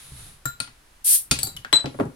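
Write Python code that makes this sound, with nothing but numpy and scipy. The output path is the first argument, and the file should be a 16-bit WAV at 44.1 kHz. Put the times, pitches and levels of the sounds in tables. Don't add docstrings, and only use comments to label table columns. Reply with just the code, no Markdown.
import sys
import numpy as np
from scipy import signal
from scipy.fft import rfft, irfft
from scipy.io import wavfile

SR = 44100
rng = np.random.default_rng(int(sys.argv[2]) if len(sys.argv) > 2 else 0)


def write(x):
    x = np.atleast_2d(x).T
    wavfile.write(sys.argv[1], SR, np.round(np.clip(x, -1, 1) * 32767).astype(np.int16))


N = 95167
TIME = np.arange(N) / SR

# frequency in Hz, left-right correlation.
STEREO_LIKENESS = [(110, 1), (300, 0.74), (600, 0.025), (12000, 0.26)]
# frequency in Hz, relative level in dB.
ROOM_TONE_COLOUR = [(50, 3), (110, -12), (500, -16), (1200, -13.5), (7000, -23.5), (10300, -21),
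                    (16000, -36.5)]
RUB_COLOUR = [(300, -16.5), (1400, -5.5), (3000, -6.5), (3800, -1.5), (5000, -8.5), (8000, -8),
              (10300, 3.5), (11300, -4), (13000, -20), (16000, -22)]
WOOD_COLOUR = [(30, -5.5), (70, -5.5), (130, -1), (220, -15.5), (2000, -43)]
HISS_COLOUR = [(600, -41.5), (1800, -27), (4500, -15.5), (7500, -10.5), (9400, 2.5), (11500, -0.5),
               (16000, -15.5)]
# time in seconds, level in dB.
RUB_FADES = [
    [(0, -45), (.13, -48), (.2, -43.5), (.29, -46.5), (.36, -55.5), (.45, -76)],
    [(1.88, -63), (2.0, -54.5), (2.16, -72)],
]
# time in seconds, level in dB.
RUMBLE_FADE = [(0, -62), (.21, -48), (.32, -51.5), (.39, -66), (.8, -69), (1.29, -66), (1.36, -45),
               (1.46, -44), (1.6, -48.5), (1.8, -86)]

KNOCK_BANDS_HZ = [110, 380, 1300, 3500, 10000]
# start in seconds, then a relative level in dB for each of those frequencies.
KNOCK_CUES = [(0.456, -36, -47.5, -39, -39, -25.5), (.602, -38, -49, -36.5, -26, -32),
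              (0.675, -50, -60, -43, -46, -70), (1.3114, -31, -50, -30, -17, -22.5),
              (1.3145, -33, -27, -29.5, -16.5, -12), (1.3884, -51, -44.5, -41, -25, -26),
              (1.432, -38.5, -46.5, -38, -59, -10), (1.471, -53.5, -43, -40.5, -52, -25),
              (1.565, -60, -68, -44, -38.5, -35), (1.649, -44, -50.5, -35, -38.5, -63),
              (1.7277, -35.5, -25.5, -14.5, -21, -20.5), (1.842, -36, -27, -30, -75, -55),
              (1.858, -32, -24.5, -37, -28, -46), (1.944, -37.5, -38, -44, -61, -66),
              (1.989, -34.5, -21, -40, -74, -71), (1.999, -34, -16.5, -21.5, -56, -42.5),
              (2.008, -31, -19, -34, -48, -50), (2.032, -38, -34.5, -51, -53, -73),
              (2.054, -29.5, -35, -63.5, -61, -48)]
# frequency in Hz, seconds to fade by 60 dB.
CLATTER_T60 = [(110, 0.11), (1000, 0.025), (10000, 0.02)]
TAIL_T60 = [(110, 0.36), (1000, 0.24), (4000, 0.29), (14000, 0.14)]
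# frequency in Hz, left over right in dB.
KNOCK_BALANCE = [(200, -0.5), (600, 3), (4000, 1.5), (10000, -2.5)]
# delay in seconds, level in dB.
REFLECTIONS = [(.0036, -14), (.0073, -11.5)]

# pitch in Hz, relative level in dB, seconds to fade by 60 dB.
TABLE_MODES = [(71, 1.5, 0.25), (132.1, 3.5, 0.22), (282.3, -7.5, 0.21)]
OPENER_MODES = [(1400, -3, 0.28), (1752, -8, 0.08), (3965, -12, 0.25), (7190, -5, .05), (7520, -5, 0.075),
                (12200, -8, 0.035), (13600, -7, 0.035)]
NECK_MODES = [(1380, -9.5, 0.13), (2520, -1.5, 0.051), (4620, -4.5, 0.055), (4980, -16, 0.033),
              (6760, -9, 0.055), (8970, -1.5, 0.054)]
CAP_MODES = [(780, -18, 0.2), (4520, 1, 0.04), (7990, -4, 0.05), (9370, -6, 0.06), (12800, -4, 0.08),
             (14300, -9, .1)]
# start in seconds, strength in dB, favoured frequency in Hz,
# dB lost per octave away from it (a negative loss is a boost).
TABLE_HITS = [(0.12, -36.5, 94, 7.2), (0.456, -33, 140, 14), (1.312, -25.5, 115, 3.6),
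              (1.844, -24.5, 195, 12.3), (1.999, -17.5, 282, 23)]
OPENER_HITS = [(.455, -25.5, 2500, -3), (.602, -33.5, 1400, 17), (1.469, -18.5, 4940, 18)]
NECK_HITS = [(.602, -31, 4970, 0.73), (1.312, -15.5, 5950, 3.2)]
CAP_HITS = [(1.3895, -14, 7840, 26), (1.431, -18.5, 4900, 1.7)]
# start in seconds, pitch in Hz, level in dB.
PING_CUES = [(.602, 4300, -16), (.602, 9216, -18), (1.389, 4020, -24), (1.567, 3050, -23),
             (1.566, 10960, -28.5), (1.648, 1520, -25), (1.7278, 3201, -8.5)]
# pitch in Hz, left and right gain in dB, seconds to fade by 60 dB.
LANDING_PARTIALS = [(4002, 8, -15, .14), (3978, -1.5, -2.5, .19), (4028, -3.5, -7, .13),
                    (7990, -6, -7, .14), (7962, -14, -13, .16), (11985, -22, -23, .07)]


def from_db(db):
    return 10 ** (np.asarray(db) / 20)


def at_hz(points, hz):
    freqs, values = np.transpose(points)
    return np.interp(np.log(hz), np.log(freqs), values)


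def decay(start, t60):
    return (TIME >= start) * np.exp(-np.log(1000) * np.maximum(TIME - start, 0) / t60)


def fader(curve):
    return from_db(np.interp(TIME, *np.transpose(curve), left=-150, right=-150))


def pan(db):
    return from_db([[db / 2], [-db / 2]])


def from_left(x, lag_s=0.0002333):
    return np.array([x[0], np.interp(TIME - lag_s, TIME, x[1])])


def widen(mid, side, hz):
    alike = np.clip(at_hz(STEREO_LIKENESS, hz), -.99, .99)
    return (np.sqrt(1 + alike) * mid + np.sqrt(1 - alike) * side * np.array([[1], [-1]])) / np.sqrt(2)


def noise(colour):
    hz = np.maximum(np.arange(N // 2 + 1) * SR / N, 1)
    spectrum = widen(*rfft(rng.standard_normal((2, N))), hz)
    x = irfft(spectrum * from_db(at_hz(colour, hz)), N)
    return x / x.std()


def shimmer(width_hz):
    hz = np.arange(N // 2 + 1) * SR / N
    spectrum = rfft(rng.standard_normal((2, N))) / (1 + (hz / width_hz) ** 2) ** 2
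    real, imaginary = irfft(spectrum, N)
    return (real + 1j * imaginary) / np.hypot(real.std(), imaginary.std())


def twinned(modes, detune=.0132, twin_db=-9):
    return list(modes) + [(hz * (1 + detune), db + twin_db, t60) for hz, db, t60 in modes]


def struck(modes, hits, shimmer_width=.024, all_rough_hz=8000):
    out = np.zeros(N)
    starts, hit_db, favoured_hz, loss_db = np.transpose(hits)
    for hz, mode_db, t60 in modes:
        octaves_away = np.abs(np.log2(hz / favoured_hz))
        clicks = np.full(N, 1e-18)
        clicks[(starts * SR).astype(int)] = from_db(hit_db + mode_db - loss_db * octaves_away)
        pole = np.exp((2j * np.pi * hz - np.log(1000) / t60) / SR)
        ring = signal.lfilter([1], [1, -pole], clicks)
        rough = min(hz / all_rough_hz, 1) ** 2
        out += np.imag(ring * (np.sqrt(1 - rough ** 2) + rough * shimmer(shimmer_width * hz)))
    return out


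def reverb(x, t60=0.21):
    echoes = rng.standard_normal((2, N)) * decay(0.0015, t60)
    echoes /= np.sqrt(np.sum(echoes ** 2, axis=1, keepdims=True))
    return signal.fftconvolve(x, echoes, axes=1)[:, :N]


def near_echoes(x):
    return x + sum(from_db(db) * np.pad(x, ((0, 0), (int(s * SR), 0)))[:, :N] for s, db in REFLECTIONS)


def room_tone(level_db=-55):
    return from_db(level_db) * noise(ROOM_TONE_COLOUR)


def slide():
    rubs = sum(fader(curve) for curve in RUB_FADES) * noise(RUB_COLOUR)
    return rubs + fader(RUMBLE_FADE) * noise(WOOD_COLOUR)


def table_bumps():
    return struck(TABLE_MODES, TABLE_HITS)


def knocks(snap_db=17, tail_db=-12.5, top_db_per_octave=-28, sub_db_per_octave=-14.5):
    out, edges = 0, np.geomspace(40, 17000, 16)
    for low, high in zip(edges, edges[1:]):
        hz = np.sqrt(low * high)
        rolloff_db = top_db_per_octave * max(np.log2(hz / KNOCK_BANDS_HZ[-1]), 0)
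        rolloff_db += sub_db_per_octave * max(np.log2(KNOCK_BANDS_HZ[0] / hz), 0)
        place = pan(at_hz(KNOCK_BALANCE, hz))[:, 0]
        hits = np.zeros((2, N))
        for start, *band_db in KNOCK_CUES:
            db = at_hz(list(zip(KNOCK_BANDS_HZ, band_db)), hz)
            hits[:, int(start * SR)] = from_db(db + rolloff_db) * place
        clatter = decay(0, at_hz(CLATTER_T60, hz))
        tail = from_db(tail_db) * decay(0, at_hz(TAIL_T60, hz))
        power = signal.fftconvolve(hits ** 2, (clatter ** 2 + tail ** 2)[None], axes=1)[:, :N]
        bursts = np.sqrt(np.abs(power)) * widen(*rng.standard_normal((2, N)), hz)
        bandpass = signal.butter(2, [low, high], "band", fs=SR, output="sos")
        band = signal.sosfilt(bandpass, bursts + hits * from_db(snap_db))
        out = out + band * np.sqrt(np.log2(high / low) * SR / 2 / (high - low))
    return out


def clinks(ping_t60=0.028, ping_width=0.094, ring_send_db=-2.5, ping_send_db=-7):
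    rings = struck(twinned(OPENER_MODES), OPENER_HITS)
    rings += struck(twinned(NECK_MODES), NECK_HITS)
    rings += struck(twinned(CAP_MODES), CAP_HITS)
    pings = np.zeros(N)
    for start, hz, db in PING_CUES:
        gritty_tone = np.imag(np.exp(2j * np.pi * hz * TIME) * shimmer(ping_width * hz))
        pings += from_db(db) * decay(start, ping_t60) * gritty_tone
    place = pan(db=5)
    send = from_db(ring_send_db) * rings + from_db(ping_send_db) * pings
    return from_left((rings + pings) * place) + reverb(send * place)


def metal_landing(start=1.731, swell_s=0.021, send_db=-19):
    age = np.maximum(TIME - start, 0)
    ring = sum(from_db([[left_db], [right_db]]) * np.sin(2 * np.pi * hz * age) * decay(start, t60)
               for hz, left_db, right_db, t60 in LANDING_PARTIALS)
    ring *= 1 - np.exp(-age / swell_s)
    return from_left(ring) + from_db(send_db) * reverb(ring)


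def gas_hiss(start=1.0403, spent_at=1.1512, attack_s=0.0052, swell_s=0.022):
    full_db, swell_db, fall_db_per_s = -12, 16.5, 313
    age = np.maximum(TIME - start, 0)
    attack = np.minimum(age / attack_s, 1) ** 2
    db = full_db - swell_db * np.exp(-age / swell_s) - fall_db_per_s * np.maximum(TIME - spent_at, 0)
    return attack * from_db(db) * from_left(noise(HISS_COLOUR))


def scene():
    contacts = from_left(near_echoes(knocks())) + clinks() + table_bumps() + metal_landing()
    return contacts + gas_hiss() + slide() + room_tone()


def record(dry, cutoff_hz=15900):
    lowpass = signal.ellip(10, .2, 80, cutoff_hz, fs=SR, output="sos")
    return signal.sosfilt(lowpass, np.clip(dry, -1, 1))


dry = scene()
out = record(dry)
write(out)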